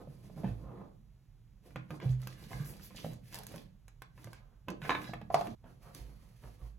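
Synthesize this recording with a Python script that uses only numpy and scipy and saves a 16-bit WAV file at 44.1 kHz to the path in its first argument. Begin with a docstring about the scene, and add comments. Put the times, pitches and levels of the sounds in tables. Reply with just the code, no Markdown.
"""Packing a leather handbag

In a small room a flask, a plastic water bottle and a small lidded box go into a leather handbag.
Filtered friction noise makes sleeves, lining and scuffs; struck modes and noise bursts make the taps,
the clattering bottle, the dropping box and the thumps on the bottom of the bag. The sound breaks off
and goes on with soft steps and the swish of a sweater, over the faint rumble and hiss of the room."""
import sys
import numpy as np
from scipy import signal
from scipy.fft import rfft
from scipy.io import wavfile
from scipy.ndimage import uniform_filter1d

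SR = 44100
rng = np.random.default_rng(int(sys.argv[2]) if len(sys.argv) > 2 else 0)


def generate_wav(signal):
    """Clip the signal to [-1, 1] and save it as 16-bit WAV at the path in sys.argv[1]."""
    frames = np.transpose(np.atleast_2d(signal))
    scaled = np.clip(frames, -1, 1) * 32767
    pcm = np.round(scaled).astype(np.int16)
    wavfile.write(sys.argv[1], SR, pcm)


N = 299206
T = np.arange(N) / SR
RING_T = T[:SR * 3 // 5]  # time axis of a single blow or of the echo


# Colour of rubbed leather: freq_hz, density_db (relative, per Hz)
LEATHER_COLOUR = [(150, 1.5), (250, 4.5), (340, 1.5), (540, -0.5), (850, -9), (1120, -11), (1680, -23),
                  (2300, -40), (4000, -31), (7000, -62), (14000, -82)]
# Colour of sliding fabric: freq_hz, density_db (relative, per Hz)
FABRIC_COLOUR = [(900, -24), (1700, 9.5), (2200, 9.5), (2900, 6), (3400, 4.5), (3900, 4), (4500, 6),
                 (7000, 0), (10000, 4.5), (12500, 1), (16000, 0.5)]
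# Colour of the rumbling bag: freq_hz, density_db (relative, per Hz)
BAG_RUMBLE_COLOUR = [(60, -2), (100, -1), (126, 9), (165, -0.5), (212, 3.5), (270, -21.5), (400, -50.5)]
# While hard things lie loose in the bag: from_s, to_s
LOOSE_SPAN = (1.7, 5.55)


def handling(rub_db=-2, swish_db=-3, rumble_db=4.5, sway_s=0.43, jostle_db=-11):
    """Things rub the leather and jostle, sleeves and lining swish and crinkle; rubbing makes the bag rumble."""
    rubbing, swishing = strokes()
    loose = (T > LOOSE_SPAN[0]) & (T < LOOSE_SPAN[1])
    leather = undb(rub_db) * colour(friction(rate=350, spread_db=0.5, smooth=1.0), LEATHER_COLOUR)
    contents = undb(jostle_db) * loose * grains(count=170, centre_hz=1100, t60=0.035)
    swish = colour(friction(rate=900, spread_db=-1.0, smooth=0.76), FABRIC_COLOUR)
    folds = undb(-4) * loose * grains(count=300, centre_hz=3600, t60=.014)
    # the heavy bag follows the rubbing only on average
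    sway = uniform_filter1d(rubbing, max(int(sway_s * SR), 1))
    body = undb(rumble_db) * sway * colour(rng.standard_normal(N), BAG_RUMBLE_COLOUR)
    pressure = grip(depth_db=2.3, hold_s=.016)
    rubbed = rubbing * (leather + contents)
    swished = undb(swish_db) * swishing * (swish + folds)
    return (rubbed + swished) * pressure + body


# Strokes of hand and arm: start_s, length_s, leather_rub_db, fabric_swish_db
HAND_STROKES = [(-0.05, 0.055, -44, -66), (0.047, 0.58, -61.5, -68.5), (0.214, 0.027, -51, -63),
                (0.329, 0.18, -49, -69.5), (0.542, 0.12, -52, -80.5), (0.67, 0.2, -51, -85),
                (1.609, 0.072, -52, -63.5), (1.873, 0.071, -45, -63.5), (2.003, 0.11, -56.5, -61.5),
                (2.175, 0.15, -55.5, -59.5), (2.347, 0.11, -57, -59.5), (2.463, 0.16, -47.5, -53),
                (2.621, 0.13, -53, -59.5), (2.744, 0.18, -61.5, -63), (2.919, 0.15, -54.5, -54.5),
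                (3.042, 0.061, -49.5, -61), (3.215, 0.11, -64.5, -60.5), (3.303, 0.076, -52.5, -51),
                (3.453, 0.036, -47, -54.5), (3.503, 0.049, -45, -52), (4.126, 0.21, -59.5, -64.5),
                (4.793, 0.29, -48, -54.5), (5.297, 0.16, -46, -55), (5.63, 0.09, -57.5, -68.5),
                (5.785, 0.11, -74, -63), (5.922, 0.048, -48, -53), (5.99, 0.13, -57.5, -65.5),
                (6.136, 0.27, -77, -68.5), (6.39, 0.15, -62.5, -65.5), (6.567, 0.093, -63.5, -65)]
RUB_ATTACK_S, SWISH_ATTACK_S = 0.085, 0.057
STROKE_SAG_DB_PER_S, STROKE_RELEASE_S = 11, 0.039


def strokes():
    """Gains of rubbing and swishing: attack, sagging hold and release, with a separate attack for each."""
    rub, swish = np.zeros(N), np.zeros(N)
    for start, length, rub_db, swish_db in HAND_STROKES:
        t = RING_T - min(start, 0)  # a stroke with a negative start is already under way
        rub_attack = np.sin(np.pi / 2 * np.minimum(t / RUB_ATTACK_S, 1)) ** 2
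        swish_attack = np.sin(np.pi / 2 * np.minimum(t / SWISH_ATTACK_S, 1)) ** 2
        release = np.exp(-np.maximum(t - length, 0) / STROKE_RELEASE_S)
        shape = undb(-STROKE_SAG_DB_PER_S * t) * release
        add(rub, start, undb(rub_db) * rub_attack * shape)
        add(swish, start, undb(swish_db) * swish_attack * shape)
    return rub, swish


def grip(depth_db, hold_s):
    """The pressure of the hand wavers at random."""
    steps = np.arange(0, T[-1] + 1, max(hold_s, .005))
    return undb(depth_db * np.interp(T, steps, rng.standard_normal(len(steps))))


# The water bottle tumbles in: start_s, level_db, contact_ms
BOTTLE_BLOWS = [(4.8937, -15, 0.26), (4.8967, -28, 0.28), (4.9047, -16, 0.24), (4.912, -19, 0.4),
                (4.919, -17.5, 0.46), (4.9497, -19, 0.3), (4.9528, -21.5, 0.4), (4.9746, -25.5, 0.88)]
# What its wall rings with: pitch_hz, level_db, t60_s
BOTTLE_WALL = [(300, -10, 0.37), (408, -20.5, 0.58), (480, 0.5, 0.035), (635, -6, 0.094),
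               (891, -10.5, 0.15), (1063, 4, 0.089), (1070, 8.5, 0.058), (1140, 1, 0.15), (1507, 0, 0.13),
               (1684, 10, 0.054), (1740, 7, 0.095), (2130, 5, 0.06), (2220, -6, 0.12), (2614, -8, 0.066),
               (2936, -12.5, 0.045), (3390, -3, 0.041), (3630, -1, 0.11), (3847, 1.5, 0.15)]


def bottle(ring_db=-1, crack_db=-6, snap_db=-7, tick_db=-8, rebound_db=-15):
    """The bottle slips from the hand and chatters against the flask; its stiff wall cracks and rings."""
    out = np.zeros(N)
    for start, db, contact_ms in BOTTLE_BLOWS:
        crack = undb(crack_db) * burst(430, 2600, t60=0.024)
        snap = undb(snap_db) * burst(2000, 4100, t60=.012)
        wall = undb(ring_db) * ring(BOTTLE_WALL, detune=0.004, strike_db=4) + crack + snap
        tick = undb(tick_db) * burst(6000, 15000, t60=0.01)
        add(out, start, undb(db) * soften(chatter(wall, rebound_db) + tick, contact_ms))
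    return out


def chatter(x, db, rate=300, t60=0.12):
    """A blow is followed by small, irregular rebounds that die away."""
    moments = rng.random(len(x)) < rate / SR
    rebounds = undb(db) * moments * rng.standard_normal(len(x)) * fade(t60)
    return x + signal.fftconvolve(x, rebounds)[:len(x)]


# The box bumps the rim, drops and settles: start_s, level_db, contact_ms
BOX_BLOWS = [(5.1337, -30, 0.43), (5.302, -25, 0.39), (5.3428, -11.5, 0.12), (5.4102, -25, 0.11)]
# What its thin walls ring with: pitch_hz, level_db, t60_s
BOX_WALLS = [(435, 4, 0.28), (523, 0.5, 0.03), (660, 16.5, 0.036), (920, -3, 0.044), (1000, 14, 0.033),
             (1142, 11.5, 0.15), (1486, 0.5, 0.086), (1970, 14.5, 0.033), (2667, 2, 0.069)]
# The lid flexing on the air inside: pitch_hz, swell_s
BOX_LID = (710, .0018)


def box(wall_db=-12, tick_db=-11, rattle_db=-14.5):
    """The box lands with a sharp tick; its lid swells briefly into a hollow clop; walls and contents ring on."""
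    hz, swell_s = BOX_LID
    lid_swell = RING_T / swell_s * np.exp(1 - RING_T / swell_s)
    lid = lid_swell * np.sin(2 * np.pi * hz * RING_T)
    clop = 0.73 * lid + undb(wall_db) * ring(BOX_WALLS)
    out = np.zeros(N)
    for start, db, contact_ms in BOX_BLOWS:
        contents = undb(rattle_db) * burst(570, 1050, t60=0.1374, rise_s=0.00057)
        tick = undb(tick_db) * burst(1400, 16500, t60=0.025)
        add(out, start, undb(db) * soften(clop + contents + tick, contact_ms))
    return out


# Light taps among the things: start_s, level_db, hardness (0 leather, 0.5 plastic, 1 metal fitting)
LIGHT_TAPS = [(0.073, -45, 0.015), (0.298, -46, 0.018), (0.375, -45, 0.036), (0.435, -35.5, 0.096),
              (0.444, -30, 0.088), (1.7593, -30.5, 0.32), (1.906, -33, 0.33), (2.0012, -38, 0.44),
              (2.217, -50.5, 0.82), (2.272, -34, 0.69), (2.395, -53.5, 0.67), (2.767, -55.5, 0.81),
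              (2.907, -48.5, 0.29), (2.946, -48, 0.2), (3.045, -32, 0.16), (3.063, -37.5, 0.035),
              (3.133, -52, 0.75), (3.326, -46, 0.71), (3.344, -35.5, 0.84), (3.355, -40.5, 0.78),
              (3.366, -47, 1), (3.387, -41.5, 1), (3.3908, -48, 1), (3.434, -46, 0.8), (3.467, -39.5, 0.83),
              (3.541, -39, 0.21), (3.56, -45, 0.72), (3.881, -47, 0.68), (4.02, -35.5, 0.62),
              (4.178, -47, 0.36), (4.243, -46, 0.75), (4.272, -44, 0.27), (4.331, -41.5, 0.68),
              (4.684, -26.5, 0.36), (4.702, -38, 0.68), (4.818, -35.5, 0.5), (4.852, -32, 0.5),
              (5.017, -37, 0.6), (5.093, -38, 0.15), (5.136, -29.5, 0.4), (5.215, -40, 0.25),
              (5.471, -35.5, 0.59), (5.642, -48, 0.17), (5.948, -42.5, 0.86), (6.438, -49, 0.25)]
# What tapped plastic rings with: pitch_hz, level_db, t60_s
PLASTIC_MODES = [(1120, 1.5, 0.039), (1275, -3, 0.0074), (1648, 3.5, 0.036), (2115, 6, 0.011),
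                 (2580, 6.5, 0.015), (3160, 0.5, 0.015)]
# What the tapped bag rings with: pitch_hz, level_db, t60_s
LEATHER_MODES = [(162.7, -2, 0.27), (229, -6, 0.24), (308.5, -12, 0.33), (423, -7.5, 0.015),
                 (553, 0.5, 0.034), (640, -8.5, 0.0217)]
HARDNESS_DB = 45  # fading of a voice per unit of hardness away from its own, relative to the nearest voice


def taps(knock_db=5, click_db=3, thud_db=3, contact_ms=0.29):
    """Soft taps are a hollow, scuffing thud of the bag, harder ones a plastic knock, the hardest a bare click."""
    out = np.zeros(N)
    for start, db, hardness in LIGHT_TAPS:
        away = np.abs(hardness - np.array([0, .5, 1]))
        thud, knock, click = db - HARDNESS_DB * (away - away.min())
        wall = ring(PLASTIC_MODES, detune=.045, strike_db=4)
        plastic = wall + .2 * burst(900, 4000, t60=0.06)
        leather = ring(LEATHER_MODES, detune=0.056) + .5 * burst(410, 754, t60=0.028)
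        blow = undb(knock + knock_db) * plastic + undb(thud + thud_db) * leather
        bare_click = undb(click + click_db) * burst(4000, 14620, t60=0.011)
        add(out, start, soften(blow, contact_ms) + bare_click)
    return out


# Things landing on the bottom of the bag: start_s, level_db, pitch_hz
BAG_THUMPS = [(0.076, -41, 140.6), (0.365, -37, 153), (0.438, -28.5, 190), (0.452, -29, 130),
              (0.503, -30, 111.6), (1.909, -37.5, 145), (2.03, -35, 164.6), (2.056, -21.5, 129),
              (2.602, -30, 145), (4.25, -40.5, 116.6), (4.687, -41, 189), (4.821, -36.5, 147),
              (5.344, -35.5, 149.5), (5.493, -40.5, 222), (5.518, -45.5, 111)]
# Weight bearing on the chair under the bag: start_s, level_db
SEAT_BOOMS = [(1.763, -42.5), (2.095, -25), (2.539, -36), (3.093, -46.5), (5.124, -44), (5.408, -50.5)]
THUMP_T60_S = 0.22
SEAT_HZ, SEAT_T60_S = 127.1, 0.56


def thumps(bag_db=1, seat_db=1):
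    """The bottom of the bag thumps briefly; the seat beneath it booms on at one pitch."""
    out = np.zeros(N)
    for start, db, hz in BAG_THUMPS:
        add(out, start, undb(db + bag_db) * boom(hz, THUMP_T60_S))
    for start, db in SEAT_BOOMS:
        add(out, start, undb(db + seat_db) * boom(SEAT_HZ, SEAT_T60_S))
    return out


# Things dragged over the rim and the seams: start_s, length_s, level_db, centre_hz
RIM_SCRAPES = [(0.433, 0.11, -47.5, 310), (0.44, 0.083, -56.5, 2070), (1.753, 0.06, -52.5, 1540),
               (2.007, 0.061, -52, 2250), (2.014, 0.087, -46, 420), (2.642, 0.11, -54, 11500),
               (2.817, 0.054, -56, 5500), (2.82, 0.082, -53.5, 11500), (3.336, 0.11, -52.5, 650),
               (4.224, 0.22, -68, 645), (4.337, 0.065, -60, 2030), (4.673, 0.094, -42, 284),
               (4.822, 0.1, -47, 1440), (4.838, 0.062, -43, 657), (5.396, 0.027, -56, 633),
               (5.463, 0.063, -42.5, 287)]
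SCRAPE_OCTAVES = 1.26  # width of the band of a scrape


def scrapes(gain_db=0, ring_share=0.27, attack_s=0.0066, release_s=0.051):
    """Dense stick-slip clicks, partly heard through ringing plastic, each drag in its own register."""
    slips, out = friction(rate=840, spread_db=0.5, smooth=0.32), np.zeros(N)
    reach = 2 ** (SCRAPE_OCTAVES / 2)
    for start, length, db, hz in RIM_SCRAPES:
        catches = slips[int(start * SR):int((start + max(length, .01)) * SR)]
        t = T[:len(catches)]
        plastic = signal.fftconvolve(catches, ring(PLASTIC_MODES, detune=0.1005))[:len(t)]
        both = unit(catches) + ring_share * unit(plastic)
        drag = unit(band(both, hz / reach, hz * reach))
        shape = np.minimum(t / attack_s, 1) * np.minimum((t[-1] - t) / release_s, 1)
        add(out, start, undb(db + gain_db) * drag * shape)
    return out


# Flask and bottle sliding against each other and the rim: start_s, length_s, level_db, register_hz
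SHELL_SLIDES = [(2.33, 0.18, -68.5, 1950), (2.526, 0.0072, -43.5, 1660), (2.55, 0.15, -59.5, 1450),
                (2.94, .11, -75, 2350), (3, 0.15, -69.5, 3950), (3.325, 0.056, -58.5, 2790),
                (4.81, 0.048, -55, 2620), (4.98, 0.14, -57.5, 1634), (5.03, 0.08, -60, 4200)]
# What their shells ring with: pitch_hz, level_db, t60_s
SHELL_RINGS = [(1164, 3.5, 0.029), (1667, -0.5, 0.056), (2040, -1, 0.021), (2793, -2.5, 0.043),
               (3430, -9.5, 0.045), (3860, -5, 0.089), (4930, -5, .025)]


def slides(gain_db=0, focus_db_per_octave=11):
    """Flask and bottle judder past each other; slips ring their shells, most near the contact's register."""
    slips, out = friction(rate=170, spread_db=3, smooth=0.068), np.zeros(N)
    for start, length, db, centre_hz in SHELL_SLIDES:
        push = swell(length)
        modes = []
        for hz, level_db, t60 in SHELL_RINGS:
            octaves_away = abs(np.log2(hz / centre_hz))
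            modes.append((hz, level_db - focus_db_per_octave * octaves_away, t60))
        pushed_slips = push * slips[int(start * SR):][:len(push)]
        shell = signal.fftconvolve(pushed_slips, ring(modes, detune=0.012))
        add(out, start, undb(db + gain_db) * shell / np.sqrt(np.sum(shell ** 2) / len(push)))
    return out


# Hand and things dragged along the lining, then soles scuffing: start_s, length_s, level_db, relative_speed
LINING_DRAGS = [(0.627, 0.14, -54, 0.98), (0.752, 0.11, -53, 0.94), (4.336, 0.27, -71.5, 1.26),
                (5.627, 0.076, -59.5, 1.37), (5.802, 0.15, -57, 1.15), (6.044, 0.41, -70.5, 1.1),
                (6.413, 0.098, -55.5, 1.05), (6.57, 0.12, -62, 1)]
# Colour of the scuff: freq_hz, density_db (relative, per Hz)
SCUFF_COLOUR = [(150, -3), (380, 1), (520, 4), (700, -1), (870, -3), (1130, -.5), (1280, -6), (1500, -16),
                (2200, -21), (5000, -45)]


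def drags(gain_db=0, sag=0.1415):
    """A dense, dull scuff on cloth swells and fades; its resonances sink as the movement slows."""
    scuff = colour(friction(rate=2300, spread_db=2.0, smooth=0.58), SCUFF_COLOUR)
    out = np.zeros(N)
    for start, length, db, speed in LINING_DRAGS:
        push = swell(length)
        slowing = speed * (1 + sag * np.linspace(.5, -.5, len(push)))
        travel = start * SR + np.cumsum(slowing)
        add(out, start, undb(db + gain_db) * push * np.interp(travel, np.arange(N), scuff, period=N))
    return out * grip(depth_db=2.5, hold_s=.012)


# Shifts of weight and steps on the floor: start_s, level_db
SOFT_STEPS = [(0.484, -44), (2.098, -47), (2.533, -50.5), (6.004, -48.5), (6.443, -52), (6.619, -45)]
# What the floor rings with: pitch_hz, level_db, t60_s
FLOOR_RINGS = [(53.15, 6.5, 0.67), (120.1, -0.5, 0.29)]


def footfalls(gain_db=1):
    """Soft feet set the floor ringing."""
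    floor = sum(undb(db) * boom(hz, t60) for hz, db, t60 in FLOOR_RINGS)
    out = np.zeros(N)
    for start, db in SOFT_STEPS:
        add(out, start, undb(db + gain_db) * floor)
    return out


# Decay of the small room: freq_hz, t60_s
ECHO_DECAY = [(100, 0.36), (500, 0.39), (1500, 0.31), (5000, 0.25), (15000, 0.01)]
# Width of the echo: freq_hz, side_to_mid_ratio
ECHO_WIDTH = [(120, 0.12), (280, 0.96), (700, 1.6), (1100, 1.14), (4000, 1.36), (8000, 0.12)]


def room(dry, wet_db=-4, treble_db=2, bass_db=-4, gap_s=0.003):
    """Close walls answer after a few ms; their tail spreads most widely in the middle register."""
    response, edges = np.zeros((2, len(RING_T))), np.geomspace(60, 17000, 10)
    onset = np.clip(RING_T / gap_s - .5, 0, 1)  # silent for half the gap, full at one and a half
    tone = [(150, bass_db), (600, 0.018), (2000, 0.0016), (7000, treble_db)]  # freq_hz, level_db
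    for lo, hi in zip(edges, edges[1:]):
        hz = np.sqrt(lo * hi)
        mid, side = band(rng.standard_normal((2, len(RING_T))), lo, hi, order=3)
        spread = mid + along(ECHO_WIDTH, hz) * np.array([side, -side])
        tail = spread * fade(along(ECHO_DECAY, hz)) * onset
        db = wet_db + along(tone, hz)
        # energy in proportion to the width of the band
        response += undb(db) * tail * np.sqrt((hi - lo) / SR * 4 / np.sum(tail ** 2))
    return signal.fftconvolve(dry[None], response, axes=1)[:, :N]


# Colour of the still room: freq_hz, density_db (relative, per Hz)
AIR_COLOUR = [(20, -49.5), (36, -1), (52, -5.5), (75, -18.5), (120, -7), (210, -28), (400, -37.5),
              (1500, -46.5), (5000, -52.5), (16000, -56)]


def air(level_db=-59, side_db=-12):
    """Low rumble of the building with a trace of hiss, as steady noise slightly spread to the sides."""
    mid, side = (colour(rng.standard_normal(N), AIR_COLOUR) for _ in range(2))
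    return undb(level_db) * (mid + undb(side_db) * np.array([side, -side]))


def friction(rate, spread_db, smooth):
    """Fibres catch and slip: tiny clicks of uneven size, rate per second, over a smooth hiss."""
    moments = rng.random(N) < rate / SR
    sizes = undb(spread_db * np.minimum(rng.exponential(size=N), 4))
    slips = moments * rng.choice([-1, 1], N) * sizes
    return unit(slips) + smooth * rng.standard_normal(N)


def grains(count, centre_hz, t60, range_db=20, octaves=2.2):
    """Loose things touch and folds snap at random, each with its own strength and brief pitch. Rms 1."""
    out = np.zeros(N)
    for when, size, pitch in rng.random((count, 3)):
        hz = centre_hz * 2 ** (octaves * (pitch - .5))
        add(out, when * T[-1], undb(-range_db * (1 - size)) * burst(hz / 1.7, hz * 1.21, t60))
    return unit(out)


def burst(lo_hz, hi_hz, t60, rise_s=0.00041):
    """A short crack of countless fast-dying modes, as band-passed noise levelled by its energy."""
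    noise = rng.choice([-1., 1.], len(RING_T))
    x = band(noise * fade(t60) * (1 - np.exp(-RING_T / rise_s)), lo_hz, hi_hz)
    return x / np.sqrt(np.sum(x ** 2) / (t60 * SR) * 20)


def ring(modes, detune=0., strike_db=0.):
    """Struck modes, detuned a little by the hand's grip, louder or softer with the spot that is hit. Peak 1."""
    shift, spot = rng.standard_normal((len(modes), 2)).T
    x = np.zeros(len(RING_T))
    for a, b, (hz, db, t60) in zip(shift, spot, modes):
        tone = np.sin(2 * np.pi * hz * (1 + detune * a) * RING_T)
        x += undb(db + strike_db * b) * fade(t60) * tone
    return x / np.abs(x).max()


def boom(hz, t60, rise_s=0.0041):
    """A padded blow swells over a cycle or so and rings at one low pitch."""
    return (1 - np.exp(-RING_T / rise_s)) * fade(t60) * np.sin(2 * np.pi * hz * RING_T)


def soften(x, contact_ms):
    """A longer contact pushes more gently and leaves out the treble."""
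    push = (RING_T * np.exp(-RING_T * 4000 / contact_ms))[:256]  # strongest after a quarter of the contact
    return signal.lfilter(push / push.sum(), 1, x)


def swell(length):
    """A smooth rise and fall over length seconds, at least 10 ms."""
    return np.sin(np.linspace(0, np.pi, int(max(length, .01) * SR)))


def fade(t60):
    """Exponential decay by 60 dB in t60 seconds."""
    return np.exp(-np.log(1000) * RING_T / t60)


def add(track, s, sound):
    """Mix a sound into the track at time s."""
    start = max(int(s * SR), 0)
    track[start:start + len(sound)] += sound[:N - start]


def undb(db):
    """Decibels to gain."""
    return 10 ** (np.asarray(db) / 20)


def unit(x):
    """Scale to rms 1."""
    return x / np.sqrt(np.mean(x ** 2))


def along(points, hz):
    """Read (Hz, value) points on a log-frequency axis."""
    f, value = np.transpose(points)
    return np.interp(np.log(hz + 1), np.log(f), value)


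def bins(x):
    """Frequencies of the spectrum of x."""
    return np.fft.rfftfreq(x.shape[-1], 1 / SR)


def colour(x, points):
    """Weight the spectrum of x by (Hz, dB) points, at rms 1."""
    return unit(np.fft.irfft(rfft(x) * undb(along(points, bins(x))), len(x)))


def band(x, lo_hz, hi_hz, order=2):
    """Causal band-pass."""
    edges = [lo_hz, min(hi_hz, SR / 2 - 1)]
    return signal.sosfilt(signal.butter(order, edges, "band", fs=SR, output="sos"), x)


BREAK_S = 5.552  # the packing is silent from here on


def scene(shade_db=-4):
    """Packing, broken off together with its echo, then the walk across the room."""
    blows = taps() + bottle() + box()
    rustle = handling() + scrapes() + slides() + drags()
    packing = np.clip((BREAK_S - T) / .004, 0, 1)
    walking = np.clip((T - BREAK_S - .05) / .04, 0, 1)
    # the open bag beams the treble of the blows forward, so less of it reaches the walls
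    spread = band(blows, 20, 6000, order=1) + rustle
    echo = packing * room(spread * packing) + room(spread * walking)
    # bag and body shade the rustle, so more of it arrives by way of the walls
    direct = blows + undb(shade_db) * rustle + thumps()
    return direct * (packing + walking) + echo + footfalls() + air()


# Balance of the microphone ports: freq_hz, left_minus_right_db
PORT_BALANCE = [(60, -6), (150, -3), (320, -7), (650, -2), (1200, -2), (2200, -2.5), (4400, -7),
                (9000, 0.5), (15000, -0.5)]
PORT_LAG_S, PORT_SHADE_HZ = .000172, 4300  # the right port lags above this frequency
LOW_CUT_HZ, TOP_HZ = 27, 16000


def record(dry):
    """Two microphone ports: the right hears the lows more strongly and the treble later; both ends are cut."""
    hz = bins(dry)
    lean_db = along(PORT_BALANCE, hz)
    lag_s = PORT_LAG_S * hz ** 6 / (hz ** 6 + PORT_SHADE_HZ ** 6)
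    late = np.exp(-2j * np.pi * hz * lag_s)
    low_cut = hz ** 4 / (hz ** 4 + LOW_CUT_HZ ** 4)
    ports = np.array([undb(lean_db / 2), undb(-lean_db / 2) * late])
    heard = np.fft.irfft(rfft(dry) * low_cut * ports, N)
    return signal.sosfilt(signal.ellip(8, .2, 70, TOP_HZ, fs=SR, output="sos"), heard)


dry = scene()
out = record(dry)
generate_wav(out)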